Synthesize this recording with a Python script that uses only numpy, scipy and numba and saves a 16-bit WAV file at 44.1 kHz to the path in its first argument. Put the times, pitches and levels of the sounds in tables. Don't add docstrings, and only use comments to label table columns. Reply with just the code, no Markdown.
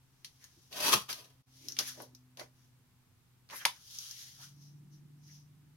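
import sys
import numpy as np
from scipy import signal
from scipy.fft import rfft, irfft
from scipy.io import wavfile
from scipy.ndimage import uniform_filter1d
from numba import njit

SR = 44100
rng = np.random.default_rng(int(sys.argv[2]) if len(sys.argv) > 2 else 0)


def master_out(mix):
    frames = np.transpose(np.atleast_2d(mix))
    ceiling = np.clip(frames, -1, 1)
    pcm = np.round(ceiling * 32767).astype(np.int16)
    wavfile.write(sys.argv[1], SR, pcm)


N = 254016


def undb(db):
    return np.exp(np.asarray(db) * (np.log(10) / 20))


def unit(x):
    return x / np.sqrt(np.mean(x ** 2))


def colour(x, points, size=4096):
    hz, db = np.transpose(points)
    f = np.maximum(np.fft.rfftfreq(size, 1 / SR), 1)
    log_gain = np.log(undb(np.interp(np.log(f), np.log(hz), db)))
    cepstrum = irfft(log_gain)
    cepstrum[1:size // 2] *= 2
    cepstrum[size // 2 + 1:] = 0
    response = irfft(np.exp(rfft(cepstrum)))[:size // 2]
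    filtered = signal.oaconvolve(np.atleast_2d(x), response[None], axes=1)
    return filtered[:, :x.shape[-1]].reshape(x.shape)


def resonate(x, hz, width_hz):
    b, a = signal.iirpeak(hz, hz / min(width_hz, SR / 4), fs=SR)
    return signal.lfilter(b, a, x + 1e-18)


def ring(x, modes):
    return sum((-1) ** k * undb(db) * resonate(x, hz, width_hz)
               for k, (hz, width_hz, db) in enumerate(modes))


@njit
def glide(x, hz, width_hz):
    y, band, low = np.empty(len(x)), 0., 0.
    for i in range(len(x)):
        g, k = np.tan(np.pi * hz[i] / SR), width_hz / hz[i]
        v = (band + g * (x[i] - low)) / (1 + g * (g + k))
        band, low, y[i] = 2 * v - band, low + 2 * g * v, k * v
    return y


# freq_hz, side_minus_mid_db
WIDTH = [(30, -8.5), (130, -8), (300, -5.5), (700, -4), (1400, -3), (3000, 0.5), (16000, 0)]


def stereo(pair):
    side = colour(pair[1], WIDTH)
    return np.array([pair[0] + side, pair[0] - side])


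def walk(rate_hz, size=N):
    k = max(int(SR / rate_hz), 1)
    steps = np.repeat(rng.standard_normal(size // k + 1), k)
    return uniform_filter1d(steps, k)[:size]


def slips(per_s, spread_db, size=N):
    chance = rng.random((2, size)) * SR / per_s
    hit = chance < 1
    clicks = np.zeros((2, size))
    clicks[hit] = undb(spread_db * np.minimum(-np.log(chance[hit]), 4))
    sign = 2 * rng.integers(0, 2, (2, size)) - 1
    return stereo(clicks * sign)


def add(out, s, sound):
    start = int(s * SR)
    out[:, start:start + sound.shape[1]] += sound[:, :N - start]


def swell(s, rise_s, fall_s):
    age = np.arange(N) / SR - s
    log_gain = np.where(age < 0, -(age / rise_s) ** 2, 1 - np.hypot(1, age / fall_s))
    return np.exp(np.maximum(log_gain, -20))


# (per Hz, relative)
AIR = [(25, -29), (60, -22.5), (100, -17), (140, -16), (200, -27.5), (330, -31.5), (600, -41), (850, -35.5),
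       (2000, -40.5), (7000, -45.5), (14400, -45.5), (16000, -52)]
AIR_DB = -73.5


def air():
    noise = colour(stereo(rng.standard_normal((2, N))), AIR)
    treble = signal.sosfilt(signal.butter(4, 400, "high", fs=SR, output="sos"), noise)
    return noise * undb(AIR_DB) / treble.std()


HUM_HZ, HUM_SAG_HZ, HUM_SAG_AT_S, HUM_SAG_S = 130.6, 8, 2.4, 1
HUM_DB, OCTAVE_DB = -71, -83
HUM_SWELL_AT_S, HUM_SWELL_DB, OCTAVE_SWELL_DB = 1.975, -68.5, -68.5


def motor():
    t = np.arange(N) / SR
    hz = HUM_HZ - HUM_SAG_HZ * (1 + np.tanh((t - HUM_SAG_AT_S) / HUM_SAG_S)) / 2
    turn = 2 * np.pi * np.cumsum(hz * (1 + 0.0093 * walk(3.1))) / SR
    load = swell(HUM_SWELL_AT_S, rise_s=0.46, fall_s=0.28)
    low = (undb(HUM_DB) + undb(HUM_SWELL_DB) * load) * undb(.5 * walk(9))
    octave = (undb(OCTAVE_DB) + undb(OCTAVE_SWELL_DB) * load) * undb(np.tanh(walk(6.9)))
    return np.sqrt(2) * (low * np.sin(turn) + octave * np.sin(2 * turn))


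# freq_hz, width_hz, level_db
BED = [(186, 30, -7), (333, 53, -9.5), (402, 28, -4.5), (542, 77, -1.5), (623.6, 46, 0), (802, 150, -2),
       (942.6, 66, 1), (1015, 80, 0.5), (1112, 52, 1), (1185, 110, -5.5), (1270, 15, -9.5), (1493, 34, 0.5)]
# freq_hz, level_db
CRACK = [(6400, -0.5), (7500, -12), (10800, -1), (16000, -4.5)]


def contact(db, hz, width_hz, rattle_s, bed_db, rattle=0.45, crack_db=-14, push_cycles=0.31):
    t = np.arange(SR // 12) / SR
    push_s = push_cycles / hz
    noise = stereo(rng.standard_normal((2, len(t))))
    force = rattle * noise * np.exp(-t / rattle_s) * (1 - np.exp(-t / push_s))
    push = np.exp(-(2 * t / push_s - 2) ** 2)
    force += 2 * push / push.sum()
    click = resonate(resonate(force, hz, width_hz), hz, 3.0 * width_hz)
    click += undb(crack_db) * resonate(resonate(force, 2 * hz, hz), 2 * hz, 2 * hz)
    sound = undb(db) * unit(colour(click, CRACK)) + undb(bed_db) * unit(ring(force, BED))
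    return sound * np.sqrt(SR / 100 / len(t))


# start_s, contact_db, pitch_hz, bed_db
KNOCKS = [(.246, -44, 4640, -83), (.441, -53.5, 6400, -72), (.727, -46.5, 3604, -61.5),
          (1.094, -43, 1310, -68), (1.128, -38.5, 5330, -59), (1.767, -45, 3540, -75),
          (1.7885, -26, 5100, -50), (1.8009, -40, 3930, -49), (2.001, -46, 710, -53),
          (2.372, -51.5, 4620, -59), (2.396, -45.5, 4530, -51.5), (2.413, -45.5, 690, -48.5),
          (3.4896, -59, 4050, -70), (3.4992, -51.5, 2380, -62), (3.508, -51, 4500, -60)]
KNOCK_WIDTH, KNOCK_RATTLE_S = 0.68, 0.0049


def knocks():
    out = np.zeros((2, N))
    for start_s, contact_db, hz, bed_db in KNOCKS:
        add(out, start_s, contact(contact_db, hz, KNOCK_WIDTH * hz, KNOCK_RATTLE_S, bed_db))
    return out


COAST_S, COAST_SHARE = .012, .4


def hand(pushes):
    power = 0
    for fastest_s, rise_s, *levels_db in pushes:
        speed = swell(fastest_s, rise_s, COAST_S + COAST_SHARE * rise_s)
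        power = power + np.outer(undb(levels_db), speed) ** 2
    return np.sqrt(power)


# fastest_s, rise_s, hiss_db, flex_db, bed_db
PUSHES = [(.252, 0.0059, -54, -68, -82), (.44, 0.035, -63, -66.5, -90), (.61, 0.41, -68.5, -86.5, -90.5),
          (1.58, 0.071, -62, -84.5, -82), (1.69, 0.078, -54.5, -65, -78), (1.80, 0.016, -42, -49, -51.5),
          (1.875, 0.049, -43.5, -53, -71), (2.008, 0.034, -54.5, -66, -51),
          (2.402, 0.019, -54.5, -57.5, -52), (2.62, 0.076, -72.5, -83, -91),
          (3.532, 0.023, -52.5, -49, -56.5), (3.57, 0.025, -48, -54, -79.5),
          (3.615, 0.011, -53.5, -49, -66.5), (3.71, 0.12, -59.5, -68, -81.5),
          (3.98, 0.13, -49.5, -74.5, -92), (4.17, 0.2, -49.5, -66, -84.5), (4.43, 0.045, -51, -62.5, -90)]
# fastest_s, rise_s, hiss_db
NUDGES = [(4.65, 0.078, -65), (4.94, .025, -67.5), (5.32, 0.081, -60.5)]
# freq_hz, level_db
HISS = [(1180, -50), (2000, -24.5), (2510, -17.5), (3140, -5.5), (4410, -5), (5880, 0), (6880, -6.5),
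        (7440, -17), (9660, -15), (11000, -12.5), (15100, -19), (16000, -13.5)]
# freq_hz, level_db
NUDGE_HISS = [(1500, -24.5), (3000, -14.5), (4500, -10), (5800, 1.5), (6600, -7), (7600, -28),
              (11500, -17.5), (16000, -23)]
# freq_hz, level_db
FLEX = [(500, -14.5), (900, -1.5), (1600, 3), (2500, 1), (3600, -19.5)]
# freq_hz, level_db
DRUM = [(120, -13), (280, 6.5), (600, 1), (900, -5.5), (1400, -19)]


def prints(flex_hz=1700, flex_width_hz=410.0):
    hiss, flex, bed = hand(PUSHES)
    nudge, = hand(NUDGES)
    rub = slips(per_s=7000, spread_db=2.0) * undb(1.5 * walk(70))
    out = hiss * unit(colour(rub, HISS)) + nudge * unit(colour(rub, NUDGE_HISS))
    note_hz = flex_hz * np.exp(.18 * walk(17))
    bent = np.array([glide(port, note_hz, float(flex_width_hz)) for port in rub])
    sheet = unit(rub) + undb(-5.0) * unit(bent)
    out += flex * unit(colour(sheet, FLEX))
    out += bed * unit(colour(ring(rub, BED), DRUM))
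    return out


# centre_s, level_db, pitch_hz, half_length_s
SCUFFS = [(0.582, -66, 310, .012), (1.676, -60, 305, 0.048), (1.88, -46, 11440, 0.01),
          (2.022, -49, 11500, 0.0026), (2.141, -69, 322, 0.024), (3.537, -47, 1044, .014),
          (3.569, -48, 11700, 0.022), (3.61, -49.5, 2960, 0.01), (4.406, -63.5, 820, .016),
          (5.304, -69.5, 1930, .017)]


def scuffs(width=.35):
    out = np.zeros((2, N))
    t = np.arange(-SR // 10, SR // 10) / SR
    for centre_s, db, hz, half_s in SCUFFS:
        noise = stereo(rng.standard_normal((2, len(t))))
        band = resonate(resonate(noise, hz, width * hz), hz, width * hz)
        add(out, centre_s + t[0], undb(db) * unit(band) * np.exp(-(t / half_s) ** 2))
    return out


# start_s, stop_s, rasp_db, bed_db, build_up_db, release_s
MOVES = [(0.713, 0.942, -23, -27, 31.5, 0.029), (1.091, 1.13, -41, -50.5, -1, 0.057),
         (1.17, 1.21, -58.5, -60, 10, 0.071)]
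LET_GO_S, DRAG_DB = .011, -7
BITE_S, BUILD_POWER = 0.0073, 1.56


def pressure(size):
    t, out = np.arange(size) / SR, 0
    for start_s, stop_s, rasp_db, bed_db, build_db, release_s in MOVES:
        to_go = np.clip((stop_s - t) / (stop_s - start_s), 0, 1)
        bite = (1 + np.tanh((t - start_s) / BITE_S)) / 2
        build = undb(-build_db * to_go ** BUILD_POWER)
        after = np.maximum(t - stop_s, 0)
        drag = undb(DRAG_DB) * np.exp(-after / release_s)
        release = np.maximum(np.exp(-after / LET_GO_S), drag)
        out = out + np.outer(undb([rasp_db, bed_db]), bite * build * release)
    return out


# freq_hz, width_hz, level_db
BLADE = [(1870, 70, -2.5), (2580, 30, 3.5), (3260, 170, -1.5), (3780, 60, -5.5), (4480, 30, 0),
         (4870, 60, 3.5), (5700, 230, -2.5), (6270, 30, -3)]
# freq_hz, level_db
SHEAR = [(710, -30), (1200, -0.5), (1440, -14.5), (1520, -8.5), (1950, -13.5), (2530, -9), (2790, -8.5),
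         (3290, -9), (4600, -9.5), (6230, -12), (7490, -25), (10700, -15), (16000, -22)]
OPEN_HZ, CLOSED_HZ = 500, 1210


def blade(bend_width_hz=190.0):
    size = 3 * SR // 2
    edge, bed = pressure(size=size)
    flutter = undb(1.4 * walk(240, size=size) + 2.7 * walk(70, size=size))
    breaks = slips(per_s=3200, spread_db=1.5, size=size) * flutter
    steel = sum(ring(breaks, [mode]) * undb(5 * np.tanh(walk(35, size=size))) for mode in BLADE)
    rasp = unit(colour(breaks, SHEAR)) + undb(-6.5) * unit(steel)
    cut, lift, swing = MOVES
    closed = np.interp(np.arange(size) / SR, [cut[0], cut[1], lift[0], swing[1]], [0, 1, 1, 0])
    bend_hz = OPEN_HZ * (CLOSED_HZ / OPEN_HZ) ** closed
    bend = np.array([glide(port, bend_hz, float(bend_width_hz)) for port in breaks])
    drum = unit(ring(breaks, BED)) + undb(1) * unit(bend)
    drum += undb(-6.0) * unit(colour(breaks, DRUM))
    out = np.zeros((2, N))
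    add(out, 0, edge * unit(rasp) + bed * unit(drum))
    return out


def thud(at_s=.94, clack_db=-33, clack_s=0.014, desk_db=-35, desk_s=0.021, late_s=0.0066):
    t = np.arange(SR // 4) / SR
    push = stereo(rng.standard_normal((2, len(t))))
    stop = unit(resonate(resonate(push, 400, 130), 360, 300))
    desk_modes = [(65, 26, -2), (120, 37, 0), (190, 59, -1)]  # freq_hz, width_hz, level_db
    desk = unit(resonate(ring(push, desk_modes), 170, 260))

    def blow(age, decay_s):
        return np.clip(age / 0.008, 0, 1) * np.exp(-np.maximum(age, 0) / decay_s)

    clack = undb(clack_db) * stop * blow(t, clack_s)
    out = np.zeros((2, N))
    add(out, at_s, clack + undb(desk_db) * desk * blow(t - late_s, desk_s))
    return out


# start_s, level_db
TICKS = [(1.6845, -37.5), (1.7211, -42), (2.149, -54), (3.9862, -39), (4.111, -43.5)]
TICK_HZ, TICK_WIDTH_HZ, TICK_RATTLE_S = 5800, 1480, .003
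TICK_BED_DB = -35


def ticks():
    out = np.zeros((2, N))
    for start_s, db in TICKS:
        add(out, start_s, contact(db, TICK_HZ, TICK_WIDTH_HZ, TICK_RATTLE_S, db + TICK_BED_DB))
    return out


SNAP_S = 3.6521


def snap(chatter_after_s=0.001053, slap_after_s=.0074):
    strike = contact(db=-26, hz=2510, width_hz=2000, rattle_s=.0003, bed_db=-41.5)
    chatter = contact(db=-24.0, hz=4400, width_hz=5400, rattle_s=.003, bed_db=-51.5)
    slap = contact(db=-30.5, hz=1060, width_hz=420, rattle_s=0.003, bed_db=-43.5)
    out = np.zeros((2, N))
    add(out, SNAP_S, strike)
    add(out, SNAP_S + chatter_after_s, chatter)
    add(out, SNAP_S + slap_after_s, slap)
    return out


DRONE_HZ, RUN_UP_HZ, RUN_UP_FROM_S, RUN_UP_S = 147.2, 33.5, 4.05, 0.26
DRONE_DB, DRONE_PEAK_S, DRONE_RISE_S, DRONE_FADE_S = -56, 4.75, .36, 0.65


def drone():
    age = np.maximum(np.arange(N) / SR - RUN_UP_FROM_S, 0)
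    hz = DRONE_HZ - RUN_UP_HZ * np.exp(-age / RUN_UP_S)
    tone = unit(np.sin(2 * np.pi * np.cumsum(hz * (1 + .004 * walk(14))) / SR))
    modes = [(90.4, 11, -1.5), (150.6, 33, 0.5), (189.0, 10.0, 3.5), (271.3, 74.5, -9)]
    rumble = ring(stereo(rng.standard_normal((2, N))), modes)
    rumble = unit(colour(rumble, [(40, 0.0), (90, -1), (330, 3.0), (600, -30), (2000, -63)]))
    envelope = swell(DRONE_PEAK_S, DRONE_RISE_S, DRONE_FADE_S)
    return undb(DRONE_DB) * envelope * (tone + undb(-8) * rumble)


DIP_AT_S, DIP_HALF_S, DIP_DB = 1.444, 0.016, -40.5


def background():
    dip = np.exp(-((np.arange(N) / SR - DIP_AT_S) / DIP_HALF_S) ** 2)
    return (air() + motor() + drone()) * undb(DIP_DB * dip)


ROOM_T60_S, ROOM_DB = 0.17, -6


def room(x, build_s=0.0023):
    t = np.arange(SR // 3) / SR
    decay = np.exp(-np.log(1000) * t / ROOM_T60_S)
    tail = stereo(rng.standard_normal((2, len(t)))) * decay * (1 - np.exp(-(t / build_s) ** 2))
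    tail = colour(tail, [(100, 0.58), (1000, 0.49), (5000, 1.0), (15000, 0.15)])
    response = undb(ROOM_DB) * unit(tail) / np.sqrt(len(t))
    response[:, 0] += 1
    wet = signal.oaconvolve(x, response, axes=-1)[:, :N]
    return wet / np.sqrt(1 + undb(2 * ROOM_DB))


# freq_hz, left_minus_right_db
PORTS = [(100, 0), (1200, -1), (3500, -0.5), (5600, 2.5), (7200, -2.5), (8500, 9), (11000, 14.5),
         (13000, 9.5), (14300, 0), (16000, 5.5)]


def scene():
    near = room(knocks() + prints() + scuffs() + blade() + thud() + ticks() + snap())
    left = colour(near[0], [(hz, db / 2) for hz, db in PORTS])
    right = colour(near[1], [(hz, -db / 2) for hz, db in PORTS])
    return np.array([left, right]) + background()


TOP_HZ = 15900


def record(dry):
    return signal.sosfilt(signal.ellip(10, .2, 70, TOP_HZ, fs=SR, output="sos"), dry)


dry = scene()
out = record(dry)
master_out(out)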